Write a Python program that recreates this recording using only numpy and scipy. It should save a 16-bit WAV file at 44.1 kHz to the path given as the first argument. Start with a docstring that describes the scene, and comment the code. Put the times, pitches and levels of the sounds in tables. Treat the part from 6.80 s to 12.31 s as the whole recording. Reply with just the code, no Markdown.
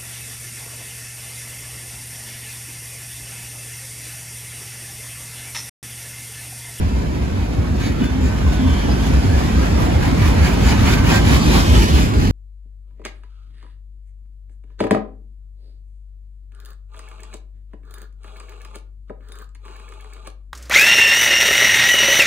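"""Deep rumble, wheel roar and quick heavy thumps: a freight train of tall car carriers rolls past close by.
The car bodies are evened-out low noise; their panels drum harder at each thump and bang, and some hum a note.
The wheels are steel-coloured noise, part spread along the train, part sliding from the middle to the right.
Out-of-round wheels thump as sagging deep tones, about once a turn each, stronger later on.
Brief squeaks are ragged narrow tones; scrapes are swells of growl, grinding, hiss and ringing clatter."""
import sys
import numpy as np
from scipy import signal
from scipy.fft import rfft, irfft
from scipy.io import wavfile
from scipy.ndimage import uniform_filter1d, map_coordinates

SR = 44100
rng = np.random.default_rng(int(sys.argv[2]) if len(sys.argv) > 2 else 0)


def master_out(mix):
    """Clip the mix to full scale and print it as 16-bit PCM to the path in sys.argv[1]."""
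    frames = np.transpose(np.atleast_2d(mix))
    ceiling = np.clip(frames, -1, 1)
    pcm = np.round(ceiling * 32767).astype(np.int16)
    wavfile.write(sys.argv[1], SR, pcm)


N = 242991
TIME = np.arange(N) / SR
FREQS = np.maximum(np.fft.rfftfreq(N, 1 / SR), 1)

# heaves of the cars over out-of-round wheels:
# (time [s], half length [s], boom pitch [Hz], level [dB])
HEAVES = [(0.06, 0.061, 74.3, -24), (0.153, 0.033, 68, -19), (0.405, 0.024, 71, -21),
          (0.605, 0.028, 80, -16), (0.797, 0.013, 85, -12.5), (0.935, 0.047, 78.4, -21.5),
          (1.106, 0.013, 84, -14.5), (1.456, 0.061, 72.2, -17.5), (1.685, 0.03, 68.7, -12),
          (1.899, 0.058, 80, -14), (2.103, .026, 70, -15.5), (2.361, 0.037, 67.5, -15),
          (2.535, 0.042, 75, -12.5), (2.795, .022, 68, -11.5), (2.951, 0.02, 68, -10),
          (3.172, 0.023, 81.5, -12.5), (3.298, 0.023, 78, -15.5), (3.455, 0.028, 83, -11.5),
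          (3.632, 0.06, 74.6, -13), (3.88, 0.026, 67, -12), (4.039, 0.032, 76, -15.5),
          (4.221, 0.018, 71, -16), (4.403, 0.018, 62, -13), (4.487, 0.029, 77, -12),
          (4.552, 0.015, 66, -11.5), (4.697, 0.016, 63, -11), (4.761, 0.048, 59, -12.5),
          (4.923, 0.027, 67, -10.5), (4.99, 0.031, 57.7, -9), (5.147, 0.017, 68, -8.5),
          (5.213, 0.027, 59, -10), (5.379, 0.013, 67.4, -9), (5.452, 0.027, 52, -19)]


def from_db(db):
    """Decibels to gain."""
    return 10 ** (np.asarray(db) / 20)


def rms_one(x):
    """Scale to unit power."""
    return x / np.sqrt(np.mean(x ** 2) + 1e-20)


def over_hz(points):
    """Join (frequency [Hz], value) points on a log-frequency axis."""
    hz, value = np.transpose(points)
    return np.interp(np.log(FREQS), np.log(hz), value)


def in_time(rows):
    """Join the columns of a curve by straight lines in time."""
    times, *columns = np.transpose(rows)
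    return [np.interp(TIME, times, column) for column in columns]


def white(count):
    """Spectra of unrelated white noises."""
    shape = (count, len(FREQS))
    return rng.standard_normal(shape) + 1j * rng.standard_normal(shape)


def drift(rate_hz):
    """Smooth random wandering of spread 1, with two random knots per cycle of the rate."""
    knots = rng.standard_normal(N // 20)
    coarse = TIME[::8]
    curve = map_coordinates(knots, [coarse * rate_hz * 2], order=2, mode="wrap")
    return rms_one(np.interp(TIME, coarse, curve))


def swell(at, half_length, time=TIME, tail=1.016, squareness=2):
    """A bell of height 1 that falls a little more slowly than it rises; squareness above 2 flattens its top."""
    width = half_length * np.where(time < at, 1 / tail, tail)
    distance = np.abs((time - at) / width)
    return np.exp(-0.5 * np.minimum(distance ** squareness, 60))


def swells(times, half_lengths, levels_db, squareness=2):
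    """An envelope of swells; where they overlap they add in power."""
    coarse = TIME[::40]
    power = np.zeros(len(coarse))
    for at, half, db in np.broadcast(times, half_lengths, levels_db):
        power += (from_db(db) * swell(at, half, coarse, squareness=squareness)) ** 2
    return np.interp(TIME, coarse, np.sqrt(power))


def steel(colour):
    """Gain over frequency: a broad colour reshaped by the resonances of wheels and side panels."""
    # steel resonances: (pitch [Hz], width [Hz], lift [dB])
    resonances = [(275, 3.1, 2), (917, 33, -0.5), (1566, 56, 3), (1730, 43, 1.5), (2530, 91, 3),
                  (3010, 25, 3), (7230, 170, -1.5)]
    lift_db = sum(db / (1 + (2 * (FREQS - hz) / width) ** 2) for hz, width, db in resonances)
    return from_db(over_hz(colour) + lift_db)


def scattered(colour, treble_tie_hz=6500, treble_lag_ms=0.2734):
    """Stereo noise from the whole train; the treble is alike in both channels, the left a fixed moment late."""
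    # left-right likeness, limited to 1 below: (frequency [Hz], likeness [ratio])
    likeness = [(90, 1.8), (290, 1.0), (420, 1.0), (560, 1.04), (720, 0.65), (900, 0.1), (1400, 0),
                (2200, -0.0179)]
    # lead of the left channel: (frequency [Hz], phase [rad])
    left_lead = [(35, 0.5), (90, -1), (130, 1.47), (290, -1.47), (420, -1.01), (560, -2.5), (720, -1.5),
                 (1400, -10)]
    treble_share = 1 / (1 + (treble_tie_hz / FREQS) ** 3)
    treble_tie = treble_share * np.exp(-2j * np.pi * FREQS * treble_lag_ms / 1000)
    shared = over_hz(likeness) * np.exp(1j * over_hz(left_lead)) + treble_tie
    shared = shared / np.maximum(np.abs(shared), 1)
    right, own = white(2) * steel(colour)
    left = shared * right + np.sqrt(np.maximum(1 - np.abs(shared) ** 2, 0)) * own
    return rms_one(irfft(np.array([left, right]), N))


def passing(colour, ahead_ms=-0.0085, sweep_ms=0.444, crossing_s=0.55):
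    """Noise straight from the nearest truck: the left channel lags more and more as it goes by."""
    car_pass_s, car_period_s = 4.55, 2.62  # a car end draws level; time from one to the next
    approach_s = 1.2  # a truck becomes the nearest this long before it draws level
    since = (TIME - car_pass_s + approach_s) % car_period_s - approach_s
    lag_ms = ahead_ms + sweep_ms * (1 + np.tanh(since / crossing_s)) / 2
    right = rms_one(irfft(white(1)[0] * steel(colour), N))
    left = map_coordinates(right, [np.arange(N) - lag_ms * SR / 1000], order=3, mode="wrap")
    return np.array([left, right])


def contact(colour, direct_share):
    """Wheel-on-rail noise, part direct and part scattered; the shares are of power."""
    return np.sqrt(direct_share) * passing(colour) + np.sqrt(1 - direct_share) * scattered(colour)


def evened(x, window_s):
    """A heavy body swings at a steady height: random in phase, fairly even in strength."""
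    size = max(int(window_s * SR), 8)
    power = np.mean(x ** 2, axis=0)
    power = uniform_filter1d(uniform_filter1d(power, size), size)
    return rms_one(x / np.sqrt(power + 0.05))


def stick_slip(hz, width_hz, glide_hz=0, left_lag_rad=0.81):
    """Ragged stick and slip feeds one resonance at a fairly even strength; the left channel lags in phase."""
    feed = drift(width_hz / 2) + 1j * drift(width_hz / 2)
    even_feed = feed / np.sqrt(1 + np.abs(feed) ** 2)
    phase = 2 * np.pi * np.cumsum(hz + glide_hz + np.zeros(N)) / SR
    phase = phase - left_lag_rad * np.array([[1], [0]])
    return rms_one(np.real(even_feed * np.exp(1j * phase)))


def car_bodies(drum_gain_db=2.5, heave_db=-11, drum_half_s=0.035):
    """The bodies rumble all the time and their side panels drum, harder at every heave or bang."""
    # body levels, the drumming before its gain: (time [s], rumble [dB], panel drumming [dB])
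    body_levels = [(0.0, -19.5, -26), (0.32, -22.5, -24.5), (0.7, -23.5, -27.5), (0.98, -25, -22.5),
                   (1.3, -22.5, -25.5), (1.78, -19.5, -23), (3.2, -19, -20), (4.25, -16.5, -18.5),
                   (4.63, -27, -18.5), (4.85, -17, -20.5), (5.32, -23.5, -21), (5.51, -16, -19.5)]
    # loose side panels bang: (time [s], level [dB])
    bangs = [(1.225, -20), (1.44, -21.5), (2.125, -20), (2.318, -19.5), (2.53, -20), (4.345, -16),
             (4.517, -16), (4.691, -17), (4.76, -18), (4.95, -15)]
    # colours of the hollow bodies and their panels: (frequency [Hz], level [dB])
    body_colour, panel_colour = [(20, -42), (32, -29), (42, -15), (52, 2.5), (62, 1), (85, -6), (105, -5.5),
                                 (140, -32), (300, -107)], [(60, -6.5), (110, 1.5), (150, 1.5), (175, -1.5), (215, -1.5),
                                               (260, -1), (320, -6), (420, -13), (600, -14), (1000, -64)]
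    rumble_db, drum_db = in_time(body_levels)
    shaken = [(at, db + heave_db) for at, _, _, db in HEAVES]
    times, hit_db = np.transpose(shaken + list(bangs))
    rumble = from_db(rumble_db) * evened(scattered(body_colour), window_s=0.062)
    drum_level = np.hypot(from_db(drum_db + drum_gain_db), swells(times, drum_half_s, hit_db))
    return rumble + drum_level * evened(scattered(panel_colour), window_s=0.25)


def wheels(roar_gain_db=3, truck_gain_db=3, hiss_gain_db=2.0, hiss_directness=0.54):
    """Rough treads roll on the rail, roaring and hissing; the nearest truck stands out as it goes by."""
    # wheels rolling nearer and farther, levels before the gains:
    # (time [s], rail roar [dB], contact hiss [dB], power share straight from the nearest truck [0-1])
    rolling = [(0.0, -37.5, -42, 0.4), (0.6, -37.5, -42, 0.03), (1.2, -36.5, -42, 0.05),
               (2.16, -31.5, -36, 0.12), (2.62, -32, -34.5, 0.1), (3.11, -30, -36, 0),
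               (4.22, -29, -34, 0.16), (4.7, -29.5, -28, 0.45), (5.03, -30.5, -27.5, 0.88),
               (5.33, -33, -37, 0.63), (5.51, -33, -36.5, 0.97)]
    # colours of the whole train, the nearest truck and the hiss: (frequency [Hz], level [dB])
    train_colour, truck_colour, hiss_colour = [(250, -38), (480, 2), (740, 3.5), (950, 1.5), (1250, -2.5),
                                               (1600, -3), (2400, -5), (3200, -19), (6000, -43)], [(250, -10), (430, -0.5), (700, -7), (950, 3),
                                                             (1250, 0.5), (1600, -7.5), (2400, -10),
                                                             (3200, -19), (6000, -45)], [(1500, -4), (2400, -3),
                                                                                 (3000, 1.5), (4000, -2),
                                                                                 (5500, -3.5), (7000, -7),
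                                                                                 (8500, -14.5),
                                                                                 (11000, -12), (13000, -17),
                                                                                 (16000, -28)]
    roar_db, hiss_db, share = in_time(rolling)
    train = np.sqrt(1 - share) * from_db(roar_db + roar_gain_db) * scattered(train_colour)
    truck = np.sqrt(share) * from_db(roar_db + truck_gain_db) * passing(truck_colour)
    hiss = from_db(hiss_db + hiss_gain_db) * contact(hiss_colour, hiss_directness * share)
    return train + truck + hiss


def wandering_modes(x, depth_db, mode_hz=55, hold_s=0.07, size=1024):
    """As the contact patch wanders over the tread, narrow bands of the sound flare up and die away."""
    hz, times, frames = signal.stft(x, SR, nperseg=size)
    grid = np.meshgrid(hz / mode_hz, times / hold_s, indexing="ij")
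    chance = rng.standard_normal((size, size // 4))
    flare = rms_one(map_coordinates(chance, grid, order=2, mode="wrap"))
    gain = rms_one(from_db(depth_db * flare))
    return signal.istft(frames * gain, SR, nperseg=size)[1][:, :N]


def rattle(per_s=70, decay_s=0.012, strength=0.28):
    """Grit and rough spots jolt the running gear: a gain that jumps at each jolt and dies away."""
    jolts = (rng.random(N) < per_s / SR) * np.minimum(rng.exponential(1, N), 3)
    decay = np.exp(-1 / (decay_s * SR))
    shaking = signal.lfilter([1], [1, -decay], jolts + 1e-18)
    return rms_one(np.sqrt(1 + strength * shaking))


def booms(left_lag_ms=0.92, sag_octaves=0.21):
    """Each heave swings a hollow car body through a few deep cycles that sag in pitch as the load eases."""
    out = np.zeros((2, N))
    heard = TIME - np.array([[left_lag_ms / 1000], [0]])
    for at, half, hz, db in HEAVES:
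        live = slice(*np.searchsorted(TIME, [at - 5 * half, at + 5 * half]))
        since = heard[:, live] - at
        # the pitch sags by about sag_octaves in each half length
        cycles = hz * since * 2 ** (-sag_octaves * since / half / 2)
        wave = np.sin(2 * np.pi * (cycles + rng.random()))
        out[:, live] += np.sqrt(2) * from_db(db) * np.exp(-0.5 * (since / half) ** 2) * wave
    return out


def clatter(per_s=110, t60_s=0.056, uneven_db=5, left_lag_ms=0.14):
    """A scraping wheel catches again and again; each jolt rings the steel modes with strengths of its own."""
    # rings of a jolted wheel and its truck: (pitch [Hz], level [dB])
    rings = [(735, -9.5), (840, 1), (935, -2), (1110, -10), (1410, -3), (1640, 0), (1830, 0.5), (2080, 1),
             (2290, 5), (2460, -1), (2880, 4), (4680, 3)]
    at = np.flatnonzero(rng.random(N) < per_s / SR)
    sizes = rng.uniform(0.4, 1, len(at))
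    decay = from_db(-60 / (t60_s * SR))
    right = np.zeros(N)
    for hz, db in rings:
        step = 2 * np.pi * hz / SR
        strengths = from_db(db + uneven_db * rng.uniform(-0.88, 1, len(at)))
        jolts = np.zeros(N)
        jolts[at] = sizes * strengths * rng.choice([-1, 1], len(at))
        resonator = [1, -2 * decay * np.cos(step), decay ** 2]
        right += signal.lfilter([0, np.sin(step)], resonator, jolts + 1e-18)
    left = np.interp(TIME - left_lag_ms / 1000, TIME, right)
    return rms_one(np.array([left, right]))


def rubbing(growl_gain_db=-2.2, grind_gain_db=-2, clatter_db=-5.5, hiss_gain_db=-0.4,
            snatch_db=1.5, catch_db=0.8, squareness=2.33):
    """Wheels scrape the rail head, catching and slipping in a gritty, clattering rush that holds for a moment."""
    # scrapes, the nearest wheel about once a turn, levels before the gains:
    # (time [s], half length [s], growl [dB], grinding [dB], hiss [dB])
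    scrapes = [(1.059, 0.054, -39, -35, -37), (1.222, 0.044, -35, -38, -42), (1.47, 0.032, -42, -39, -38),
               (1.72, .035, -44, -44, -38), (2.25, 0.037, -48, -49, -37), (2.59, 0.043, -47, -35, -45),
               (2.84, 0.033, -26, -35, -42), (3.035, 0.033, -22, -37, -34), (3.262, 0.042, -30, -32, -34.5),
               (3.461, 0.054, -27, -29.5, -31.5), (3.68, 0.052, -29.5, -27, -30),
               (3.887, 0.06, -30, -26, -28), (4.101, 0.063, -26, -23.5, -28),
               (4.322, 0.049, -20, -22, -23.5), (4.522, 0.043, -25, -22, -24.5),
               (4.76, 0.054, -22, -25, -24.5), (4.982, 0.053, -25, -27, -27), (5.2, 0.052, -38, -28, -27.5),
               (5.426, 0.052, -44, -32.5, -35.5)]
    # colours of the three parts: (frequency [Hz], level [dB])
    growl_colour, grind_colour, hiss_colour = [(250, -22), (480, -2), (600, -1.5), (740, 1), (950, 4),
                                               (1120, -4), (1400, -5), (3000, -37)], [(700, -25), (1150, -4), (1400, -9.5),
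                                                              (1700, 0), (2400, -2.5), (3200, -11),
                                                              (6000, -50)], [(1500, -6), (2400, -7),
                                                                             (3000, 2), (4000, 1),
                                                                             (5500, -0.5), (7000, -3.5),
                                                                             (8500, -11.5), (11000, -7.5),
                                                                             (14000, -15.5), (16000, -15)]
    times, halves, *levels_db = np.transpose(scrapes)
    growl_level, grind_level, hiss_level = (swells(times, halves, db, squareness) for db in levels_db)
    growl = growl_level * from_db(growl_gain_db) * contact(growl_colour, direct_share=0.28)
    grit = from_db(grind_gain_db) * contact(grind_colour, direct_share=0.46)
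    grind = grind_level * (grit + from_db(clatter_db) * clatter())
    snatching = from_db(hiss_gain_db + snatch_db * drift(14))
    hiss = hiss_level * snatching * contact(hiss_colour, direct_share=0.11)
    return (growl + grind) * from_db(catch_db * drift(45)) + hiss


def squeaks():
    """Steel sings, squeaks or rasps on steel for a moment, sometimes sliding in pitch."""
    # squeaks, the pitch as it stands at the peak:
    # (time [s], half length [s], pitch [Hz], rough width [Hz], level [dB], glide [Hz/s])
    squeals = [(1.053, 0.033, 2250, 70, -39.5, 1), (1.056, 0.032, 4030, 1050, -37.5, 1),
               (1.05, 0.03, 6500, 700, -43, 1), (1.227, 0.016, 2970, 63, -38.5, 0),
               (1.261, 0.047, 1490, 34, -43, -80), (1.26, 0.038, 3500, 18, -42.5, -1),
               (1.455, 0.025, 7000, 1000, -43.5, -6000), (1.522, 0.051, 1524, 36, -40.5, 199.5),
               (1.714, 0.063, 1490, 10, -38, -170), (1.909, 0.15, 3300, 530, -39.5, -900),
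               (2.117, 0.012, 4900, 520, -38, -2), (2.223, 0.022, 3270, 98, -39, 4999.5),
               (2.238, .028, 5200, 400, -50, 9000), (2.274, 0.17, 1520, 30, -43, -170),
               (2.547, 0.015, 1705, 23, -34, 1), (3.87, 0.03, 7080, 260, -37, 2.5),
               (4.2, 0.049, 1530, 14, -35, -200), (4.333, 0.038, 1860, 30, -29, -2),
               (4.363, 0.031, 1580, 18, -27.5, 400.5), (4.348, 0.032, 7050, 170, -38, -1),
               (4.64, 0.028, 4700, 130, -36, -5), (4.752, 0.049, 3660, 700, -32, -3000),
               (4.76, 0.017, 1095, 28, -31, 0), (4.97, 0.033, 2920, 910, -34, -0.5),
               (5.175, 0.048, 3100, 920, -34.5, -0.5)]
    out = np.zeros((2, N))
    for at, half, hz, width, db, glide in squeals:
        out += from_db(db) * swell(at, half) * stick_slip(hz, width, glide * (TIME - at))
    return out


def ringing_panels():
    """A shaken side panel hums briefly on its own note."""
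    # humming panels: (time [s], half length [s], pitch [Hz], rough width [Hz], level [dB])
    hums = [(1.22, 0.014, 245, 30, -17.5), (1.355, 0.069, 259, 10, -26.5), (1.845, 0.052, 260.3, 15, -20),
            (2.267, 0.059, 256.8, 13.2, -30), (4.11, 0.023, 375, 40, -28), (4.684, 0.013, 289.4, 25, -16.5),
            (4.727, 0.025, 367.6, 48, -19.5), (5, 0.044, 335, 50, -23.5)]
    out = np.zeros((2, N))
    for at, half, hz, width, db in hums:
        out += from_db(db) * swell(at, half) * stick_slip(hz, width, left_lag_rad=1.02)
    return out


def scene():
    """Bodies, wheels, thumps, scrapes, squeaks and panels together."""
    running_gear = wandering_modes(wheels() + rubbing(), depth_db=2.5) * rattle()
    return car_bodies() + running_gear + booms() + squeaks() + ringing_panels()


def record(dry, low_cut_hz=29, ceiling=0.95, top_cut_hz=15800):
    """The right channel gets more midrange; the deepest bass rolls off, peaks are rounded and the top is cut."""
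    # left minus right: (frequency [Hz], difference [dB])
    balance = [(60, 0.5), (160, -2), (450, 0.5), (720, -5.5), (1000, -3.5), (1500, -1.5), (2400, -2),
               (3300, 1), (6000, -0.5)]
    roll_off = 1 / np.hypot(1, (low_cut_hz / FREQS) ** 5)
    tilt = from_db(over_hz(balance) * [[0.5], [-0.5]])
    channels = irfft(rfft(dry) * roll_off * tilt, N)
    rounded = channels / (1 + (channels / ceiling) ** 6) ** (1 / 6)
    top_cut = signal.ellip(10, 0.1, 90, top_cut_hz, fs=SR, output="sos")
    return signal.sosfilt(top_cut, rounded)


dry = scene()
out = record(dry)
master_out(out)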